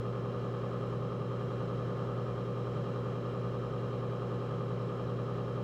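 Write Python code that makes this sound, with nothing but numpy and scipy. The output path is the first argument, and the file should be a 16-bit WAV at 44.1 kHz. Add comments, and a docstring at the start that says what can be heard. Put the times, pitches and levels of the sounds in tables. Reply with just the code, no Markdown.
"""Electric potter's wheel at steady speed

The motor hums at twice the mains rate and swells a little as each turn of the wheel head loads it.
Its drive knocks, catches and rubs in one looped shaft turn, coloured by the ringing housing and frame.
Bearings rumble as shaped noise; steady sines give machine tones and a thin, flickering whine.
A tiny high squeak returns with every turn of the wheel head, over the even hiss of a quiet studio."""
import sys
import numpy as np
from scipy import signal
from scipy.fft import rfft, irfft
from scipy.io import wavfile

SR = 44100
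rng = np.random.default_rng(int(sys.argv[2]) if len(sys.argv) > 2 else 0)


def transcribe(signal):
    """Save signal, clipped to [-1, 1], as a 16-bit WAV file at the path in sys.argv[1]."""
    frames = np.atleast_2d(signal).T
    limited = np.clip(frames, -1, 1)
    pcm = np.round(limited * 32767).astype(np.int16)
    wavfile.write(sys.argv[1], SR, pcm)


N = 248283
TIME = np.arange(N) / SR  # s
FREQS = np.arange(N // 2 + 1) * SR / N  # Hz
SHAFT_HZ, HEAD_HZ = 10.3219, 2.362  # turns per second of the motor shaft and the wheel head


def from_db(db):
    """Decibels to amplitude gain."""
    return 10 ** (np.asarray(db) / 20)


def at_hz(points, hz):
    """Read a spectrum table, with straight lines between points on a log-frequency axis."""
    table_hz, level = np.transpose(points)
    return np.interp(np.log(np.maximum(hz, 1)), np.log(table_hz), level)


def noise(level_db):
    """White noise shaped to the given dB per Hz along FREQS."""
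    white = rfft(rng.standard_normal(N))
    return irfft(white * from_db(level_db), N) * np.sqrt(SR / 2)


def drift(rate):
    """Smooth random wander of spread 1 that changes about `rate` times a second."""
    slow = noise(-40 * np.log10(1 + (FREQS / rate) ** 2))
    return slow / slow.std()


def tone(hz, level_db, wander):
    """A sine from a random phase, which then wanders by a spread of `wander` radians."""
    phase = 2 * np.pi * (hz * TIME + rng.random()) + wander * drift(rate=4.5)
    return from_db(level_db) * np.sin(phase)


def frame_db(hz):
    """Lift in dB given by the frame, each resonance a rounded peak around its own pitch."""
    # frame resonances that colour drive and bearings: (centre [Hz], width [Hz], lift [dB])
    resonances = [(171, 7.1, 1), (570, 13, 7.5), (1273, 26, 6.5), (1714, 27, 8), (2406, 28, 10.5),
                  (2813, 39, 10), (3143, 430, 11.5), (3954, 434, 10)]
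    return sum(lift_db / (1 + (2 * (hz - centre_hz) / width_hz) ** 2)
               for centre_hz, width_hz, lift_db in resonances)


def studio_hiss():
    """Even background hiss of the quiet studio, as steady shaped noise."""
    # hiss spectrum: (frequency [Hz], level [dB per Hz])
    hiss_spectrum = [(1000, -113), (10000, -120), (15700, -128)]
    return noise(at_hz(hiss_spectrum, FREQS))


def squeaks(first_s=.475, pitch_hz=14950, length_s=.006, level_db=-87, uneven_db=4):
    """A very high, short squeak each time the wheel head comes round, at randomly uneven strength."""
    times = first_s + np.arange(int(N / SR * HEAD_HZ)) / HEAD_HZ
    swell = 0
    for squeak_s in times:
        strength = from_db(uneven_db * rng.standard_normal())
        swell = swell + strength * np.exp(-((TIME - squeak_s) / length_s) ** 2)
    return swell * tone(pitch_hz, level_db, wander=0.89)


def whine(pitch_hz=5228, middle_db=-76.5, flicker_db=1.8):
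    """Thin high sine whose level flickers quickly around its middle."""
    return tone(pitch_hz, middle_db + flicker_db * drift(rate=41), wander=0.58)


def machine_tones():
    """Steady sines of the machine that do not follow the shaft."""
    # fixed tones: (frequency [Hz], peak level [dB])
    fixed_tones = [(53.2, -56), (140.6, -53), (149.6, -53), (161.3, -63), (591.5, -66.5), (1042, -60.5),
                   (1157, -70), (1318, -62)]
    return sum(tone(hz, db, wander=0.064) for hz, db in fixed_tones)


def bearings(flicker_db=0.57):
    """Rolling noise that never repeats, coloured by the frame and rippled by the shaft."""
    # rumble and hiss of bearings and belt before the frame lifts it: (frequency [Hz], level [dB per Hz])
    rumble_spectrum = [(25, -112), (42, -85), (55, -75.5), (100, -76), (150, -63), (215, -77), (600, -77.5),
                       (950, -84.5), (1300, -81), (2100, -99), (3600, -107), (5400, -108), (7900, -114),
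                       (8500, -128)]
    # level ripple in step with the shaft: (ripples per turn [count], depth [dB])
    shaft_ripple = [(1, .25), (4, .3), (12, .25)]
    ripple_db = sum(depth_db * np.cos(2 * np.pi * (round(per_turn) * SHAFT_HZ * TIME + rng.random()))
                    for per_turn, depth_db in shaft_ripple)
    rolling = noise(at_hz(rumble_spectrum, FREQS) + frame_db(FREQS))
    return rolling * from_db(ripple_db + flicker_db * drift(rate=6.6))


def hum(hum_hz=120.05, swing_db=0.8, heaviest_s=0.09):
    """Magnetic motor hum at twice the mains rate; it swells once for each turn of the wheel head."""
    # hum partials before the swell: (multiple of the hum rate [count], peak level [dB])
    hum_partials = [(1, -35.5), (2, -71), (5, -66)]
    load = np.cos(2 * np.pi * HEAD_HZ * (TIME - heaviest_s))
    steady = sum(tone(round(k) * hum_hz, db, wander=0.025) for k, db in hum_partials)
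    return from_db(swing_db * load) * steady


def housing_power(hz):
    """Power with which the sharp modes of the housing ring; their skirts are steep."""
    # housing modes that the drive sets ringing: (centre [Hz], width [Hz], peak level [dB])
    modes = [(155, 6, -50), (181, 23, -44.5), (237, 72, -53), (315, 13, -48), (367, 23, -48.5),
             (407, 31, -45.5), (481, 20, -43.5), (529, 51, -50.5), (583, 12, -51), (1077, 15, -55),
             (1113, 31, -58.5), (1200, 22, -51.5), (1236, 17, -59), (1266, 12, -53)]
    return sum(from_db(db) ** 2 / (1 + (2 * (hz - centre_hz) / width_hz) ** 2) ** 3
               for centre_hz, width_hz, db in modes)


def knock_band(hz, pitch_hz, spread=0.255):
    """Spectrum of a knock that lasts a few cycles of its pitch, scaled to sum to 1."""
    band = np.exp(-(np.log(hz / pitch_hz) / spread) ** 2)
    return band / band.sum()


def knocks(multiple, catch_hz=1120):
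    """Force of catches and knocks at each shaft multiple; the shaft runs off centre, so knocks swing."""
    # hard catches, each once a turn: (place [share of the turn], relative force [dB])
    catches = [(.5764, -33.5), (.6786, -33.5)]
    # evenly spaced knocks: (knocks per turn [count], first knock [share of the turn],
    # relative force [dB], pitch [Hz], fall of pitch [Hz per s], heaviest place [share of the turn],
    # swing of strength [dB], swing of timing [turns])
    knock_trains = [(7, .096, -37, 195, 5180, .886, 8, .023), (8, .046, -33, 450, 4440, .208, .8, -.022),
                    (12, .0316, -42, 1120, 27300, .794, 1.7, -.0214),
                    (11, .04, -59, 3020, 300000, .6, 4, .009)]
    hz = np.maximum(multiple, 1) * SHAFT_HZ
    catch_force = sum(from_db(db) * np.exp(-2j * np.pi * multiple * share) for share, db in catches)
    force = knock_band(hz, catch_hz) * catch_force
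    for per_turn, first, db, pitch_hz, fall_hz_per_s, heaviest, swing_db, swing_turns in knock_trains:
        share = first + np.arange(round(per_turn)) / round(per_turn)
        off_centre = 2 * np.pi * (share - heaviest)
        strength = from_db(db + swing_db * np.cos(off_centre))
        place = share + swing_turns * np.sin(off_centre)
        train = strength @ np.exp(-2j * np.pi * np.outer(place, multiple))
        # high notes cross the housing first, so each knock falls in pitch
        fall = np.exp(1j * np.pi * (hz - pitch_hz) ** 2 / fall_hz_per_s)
        force = force + train * fall * knock_band(hz, pitch_hz)
    return force


def shaft_turn(rub_db=-13, size=8192):
    """One drive turn: knocks and rubbing set the phases, frame and housing the level of each multiple."""
    # drive level between the housing modes, before frame lift and scatter: (frequency [Hz], level [dB])
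    drive_spectrum = [(35, -102), (85, -71.5), (150, -67.5), (290, -74), (590, -62.5), (680, -74),
                      (860, -68), (990, -75.5), (1270, -75.5), (1480, -82.5), (2520, -87.5), (3050, -95),
                      (3550, -99.5), (4500, -99), (6000, -102.5), (9000, -122)]
    # thin singing of the drive, before housing ring joins: (multiple of the shaft rate [count], level [dB])
    singing = [(71, -62), (194, -77), (234, -79), (264, -76), (268, -74), (295, -77), (304, -74),
               (315, -73), (368, -81), (408, -82), (432, -88)]
    multiple = np.arange(size // 2 + 1)
    hz = np.maximum(multiple, 1) * SHAFT_HZ
    level_db = at_hz(drive_spectrum, hz) + frame_db(hz)
    rubbing = from_db(level_db + rub_db) * np.exp(2j * np.pi * rng.random(len(hz)))
    force = rubbing + knocks(multiple)
    # the crowded higher modes of the frame favour some multiples and swallow others
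    scatter_db = at_hz([(1000, 1.5), (3000, 3)], hz)
    level_db = level_db + scatter_db * np.minimum(rng.standard_normal(len(hz)), 2)
    for k, db in singing:
        level_db[round(k)] = db
    strength = np.hypot(from_db(level_db), np.sqrt(housing_power(hz)))
    timing = force / abs(force)  # phase only
    return irfft(strength * timing * (multiple > 0)) * size / 2


def drive(slip_turns=0.00043, flutter_turns=0.00005):
    """The same turn repeats at the shaft rate, which wavers very slightly, both slowly and fast."""
    turn = shaft_turn()
    angle = SHAFT_HZ * TIME + slip_turns * drift(rate=0.7) + flutter_turns * drift(rate=110)  # turns
    return np.interp(angle, np.arange(len(turn)) / len(turn), turn, period=1)


def scene():
    """The whole machine, heard from close by."""
    background = studio_hiss() + squeaks() + whine() + machine_tones()
    return (background + bearings() + hum() + drive())[None]


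def record(dry, cutoff_hz=15750):
    """The top is cut steeply by a low-pass filter."""
    low_pass = signal.ellip(12, .1, 80, cutoff_hz, fs=SR, output="sos")  # ripple and stopband in dB
    return signal.sosfilt(low_pass, dry)


dry = scene()
out = record(dry)
transcribe(out)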